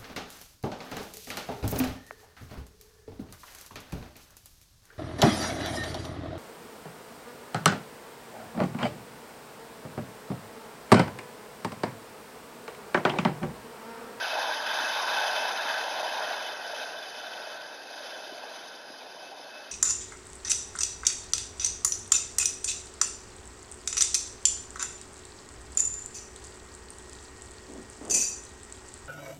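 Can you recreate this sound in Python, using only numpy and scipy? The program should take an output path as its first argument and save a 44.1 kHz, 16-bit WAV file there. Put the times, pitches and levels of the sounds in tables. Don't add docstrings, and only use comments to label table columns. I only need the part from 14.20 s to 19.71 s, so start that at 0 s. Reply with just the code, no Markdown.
import sys
import numpy as np
from scipy import signal
from scipy.fft import rfft, irfft
from scipy.io import wavfile

SR = 44100
rng = np.random.default_rng(int(sys.argv[2]) if len(sys.argv) > 2 else 0)


def to_wav(s):
    ch = np.atleast_2d(s).T
    pcm = np.round(np.clip(ch, -1, 1) * 32767)
    wavfile.write(sys.argv[1], SR, pcm.astype(np.int16))


N = 242991
TIME_S = np.arange(N) / SR

# (time [s], level [dB])
BURN = [(0.0, -35.5), (0.18, -30.5), (0.3, -29), (0.4, -33.5), (0.51, -29.5), (0.69, -33.5), (0.78, -28.5),
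        (1.16, -29), (1.4, -33), (1.86, -30.5), (1.92, -34), (1.99, -30.5), (2.22, -35), (2.43, -41),
        (2.57, -37), (2.86, -42.5), (3.17, -40.5), (3.71, -46), (3.8, -42), (4.23, -43), (4.68, -48.5),
        (4.85, -45.5), (5.36, -46), (5.51, -51)]
# (time [s], centre [Hz])
ROAR_PITCH = [(0.0, 724), (0.47, 930), (0.66, 800), (0.79, 1000), (1.12, 790), (1.55, 845), (2.5, 700),
              (3.55, 710), (3.85, 616), (4.75, 760), (5.51, 700)]
# (time [s], level [dB])
FLUTTER = [(0.0, -33.5), (0.43, -33), (0.66, -30), (0.73, -36), (0.97, -31), (1.46, -34.5), (1.5, -29),
           (1.75, -38.5), (1.97, -34.0), (2.87, -43.5), (3.34, -42.0), (3.69, -48), (3.87, -44),
           (4.15, -49.0), (4.21, -46), (5.25, -54), (5.34, -47.0), (5.51, -50)]
# (time [s], level [dB])
FLOW = [(0.0, -35), (0.22, -34), (0.4, -36), (0.55, -33), (0.88, -33), (0.98, -31.5), (1.33, -34.5),
        (1.88, -36), (2.13, -36), (2.3, -38.5), (2.38, -41.5), (2.59, -38), (2.74, -42), (3.28, -41.7),
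        (3.42, -44.5), (3.65, -45), (3.89, -41), (4.16, -44), (4.43, -44), (4.62, -46.5), (5.19, -46.8),
        (5.51, -46.5)]
# (frequency [Hz], density [dB])
ROAR_SPECTRUM = [(150, -52), (330, -22.5), (450, -2), (620, 1.5), (1000, -2), (1300, -8), (2000, -9),
                 (4000, -63)]
TONGUE_SPECTRUM = [(700, -76), (1100, -5.5), (1400, 2), (1550, 0.5), (1900, -5), (2400, -26.5), (4000, -35)]
RUSH_SPECTRUM = [(900, -3), (1700, -3), (2200, 2), (3500, 2), (4200, -1.5), (5200, -19), (7500, -39)]
HISS_SPECTRUM = [(2500, -36), (3800, -4), (4600, 2.5), (5100, 2), (6300, 0), (7000, -7), (7550, -24.5)]
RUMBLE_SPECTRUM = [(25, -49), (60, -31.5), (130, -15), (200, -8.5), (280, -3), (400, 0.5), (600, 1.5),
                   (1200, -58)]
# (time [s], level [dB], pitch [Hz], 1/e half-width [s])
WHISTLES = [(0.63, -50, 2600, .02), (1.23, -43, 2630, .03), (1.413, -48, 2610, .008),
            (2.6, -60, 2600, .025), (2.785, -49, 3540, 0.011), (2.83, -47, 3500, .006),
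            (4.72, -58.5, 5000, 0.07), (5.064, -59, 2600, .035), (5.223, -56, 5220, .02),
            (5.267, -54, 4320, .018), (5.372, -57, 2590, 0.056)]
# (time [s], peak [dB], pitch [Hz], 1/e half-width [s])
PUFFS = [(.609, -42, 331, .003), (0.64, -41, 326, .003), (1.455, -42, 300, 0.0035),
         (4.125, -37.5, 335, 0.0027), (4.239, -32, 734, 0.0018), (4.705, -42, 300, 0.0028)]
# (centre [Hz], width [Hz], gain [dB])
HOUSING = [(261, 44, 2.5), (615, 43, 4.5), (914, 324, 3), (1208, 203, -4), (1522, 55, 8.5), (1630, 119, 7),
           (2300, 260, -3), (2580, 108, 10.5), (2907, 91, -21), (3013, 134, 14), (3237, 63, 3.5),
           (3390, 78, -2), (3515, 136, 8), (3744, 83, 7.5), (4050, 52, 6.5), (4040, 106, -1),
           (4938, 276, 8), (5340, 96, -1.5), (5490, 230, 3.5), (5840, 290, -8), (6047, 336, 9.5),
           (6650, 180, -3.5)]


def flame(burn_db):
    eddies = turbulence(ROAR_SPECTRUM, flicker_db=2.04, flicker_hz=57)
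    roar = from_db(-44.5 + burn_db) * gliding_resonance(eddies, curve(ROAR_PITCH), width_hz=377)
    flutter = turbulence(TONGUE_SPECTRUM, flicker_db=1.5, flicker_hz=15)
    tongues = from_db(-46 + swell_db(FLUTTER)) * flutter
    return roar + tongues


def jet(flow_db):
    rush = from_db(-46 + 1.19 * flow_db) * turbulence(RUSH_SPECTRUM, flicker_db=2.0, flicker_hz=27)
    hiss = from_db(-47.5 + 0.95 * flow_db) * turbulence(HISS_SPECTRUM, flicker_db=1.7, flicker_hz=30)
    sputter_db = 0.73 * drift(rate_hz=47)
    return (rush + hiss) * from_db(sputter_db)


def whistles():
    out = np.zeros(N)
    for time_s, level_db, pitch_hz, half_width_s in WHISTLES:
        wavering_hz = pitch_hz * np.exp(0.019 * drift(rate_hz=150))
        phase = 2 * np.pi * np.cumsum(wavering_hz) / SR
        out += from_db(level_db) * gaussian(time_s, half_width_s) * unit_rms(np.sin(phase))
    return out


def puffs():
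    out = np.zeros(N)
    for time_s, peak_db, pitch_hz, half_width_s in PUFFS:
        phase = 2 * np.pi * (pitch_hz * TIME_S + rng.random())
        out += from_db(peak_db) * gaussian(time_s, half_width_s) * np.sin(phase)
    return out


def plume(burn_db):
    return from_db(-54 + 0.27 * burn_db) * turbulence(RUMBLE_SPECTRUM, flicker_db=0.5, flicker_hz=20)


def turbulence(spectrum, flicker_db, flicker_hz):
    hz, density_db = np.transpose(spectrum)
    log_hz = np.log(np.fft.rfftfreq(N, 1 / SR) + 1)
    shape_db = np.interp(log_hz, np.log(hz), density_db, left=-np.inf, right=-np.inf)
    bins = rfft(rng.standard_normal(N)) * from_db(shape_db)
    band_set = np.floor(6 * log_hz) % 3
    out = np.zeros(N)
    for k in range(3):
        out += irfft(bins * (band_set == k), N) * from_db(flicker_db * drift(flicker_hz))
    return unit_rms(out)


def gliding_resonance(x, centre_hz, width_hz, block=128):
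    radius = np.exp(-np.pi * width_hz / SR)
    state, out = np.zeros(2), np.zeros(N)
    for i in range(0, N, block):
        feedback = [1, -2 * radius * np.cos(2 * np.pi * centre_hz[i] / SR), radius * radius]
        out[i:i + block], state = signal.lfilter([1, 0, -1], feedback, x[i:i + block], zi=state)
    return unit_rms(out)


def drift(rate_hz, points=8192):
    hz = np.fft.rfftfreq(points, TIME_S[-1] / points)
    slow = irfft(rfft(rng.standard_normal(points)) / (1 + (hz / rate_hz) ** 2))
    return np.interp(TIME_S, np.linspace(0, TIME_S[-1], points), unit_rms(slow))


def housing(x):
    for centre_hz, width_hz, gain_db in HOUSING:
        lift = from_db(gain_db / 2)
        damping = np.pi * width_hz / SR
        tuning = -2 * np.cos(2 * np.pi * centre_hz / SR)
        forward = [1 + damping * lift, tuning, 1 - damping * lift]
        feedback = [1 + damping / lift, tuning, 1 - damping / lift]
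        x = signal.lfilter(forward, feedback, x)
    return x


def low_pass(x, edge_hz):
    return signal.sosfilt(signal.ellip(12, 0.1, 90, edge_hz, fs=SR, output="sos"), x)


def gaussian(time_s, half_width_s):
    return np.exp(-((TIME_S - time_s) / half_width_s) ** 2)


def swell_db(rows, middling_db=-40):
    return curve(rows) - middling_db


def curve(rows):
    return np.interp(TIME_S, *np.transpose(rows))


def from_db(db):
    return 10 ** (np.asarray(db) / 20)


def unit_rms(x):
    return x / np.sqrt(np.mean(x ** 2) + 1e-20)


def scene():
    burn_db, flow_db = swell_db(BURN), swell_db(FLOW)
    return (flame(burn_db) + jet(flow_db) + whistles() + plume(burn_db) + puffs())[None]


def record(dry):
    recorder_hz = 16000
    band_limited = low_pass(housing(dry[0]), edge_hz=7600)
    samples = signal.resample(band_limited, round(N * recorder_hz / SR))
    fine_time_s = np.arange(2 * N) / (2 * SR)
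    joined = np.interp(fine_time_s, np.arange(len(samples)) / recorder_hz, samples)
    return low_pass(signal.resample_poly(joined, 1, 2), edge_hz=15350)[None]


dry = scene()
out = record(dry)
to_wav(out)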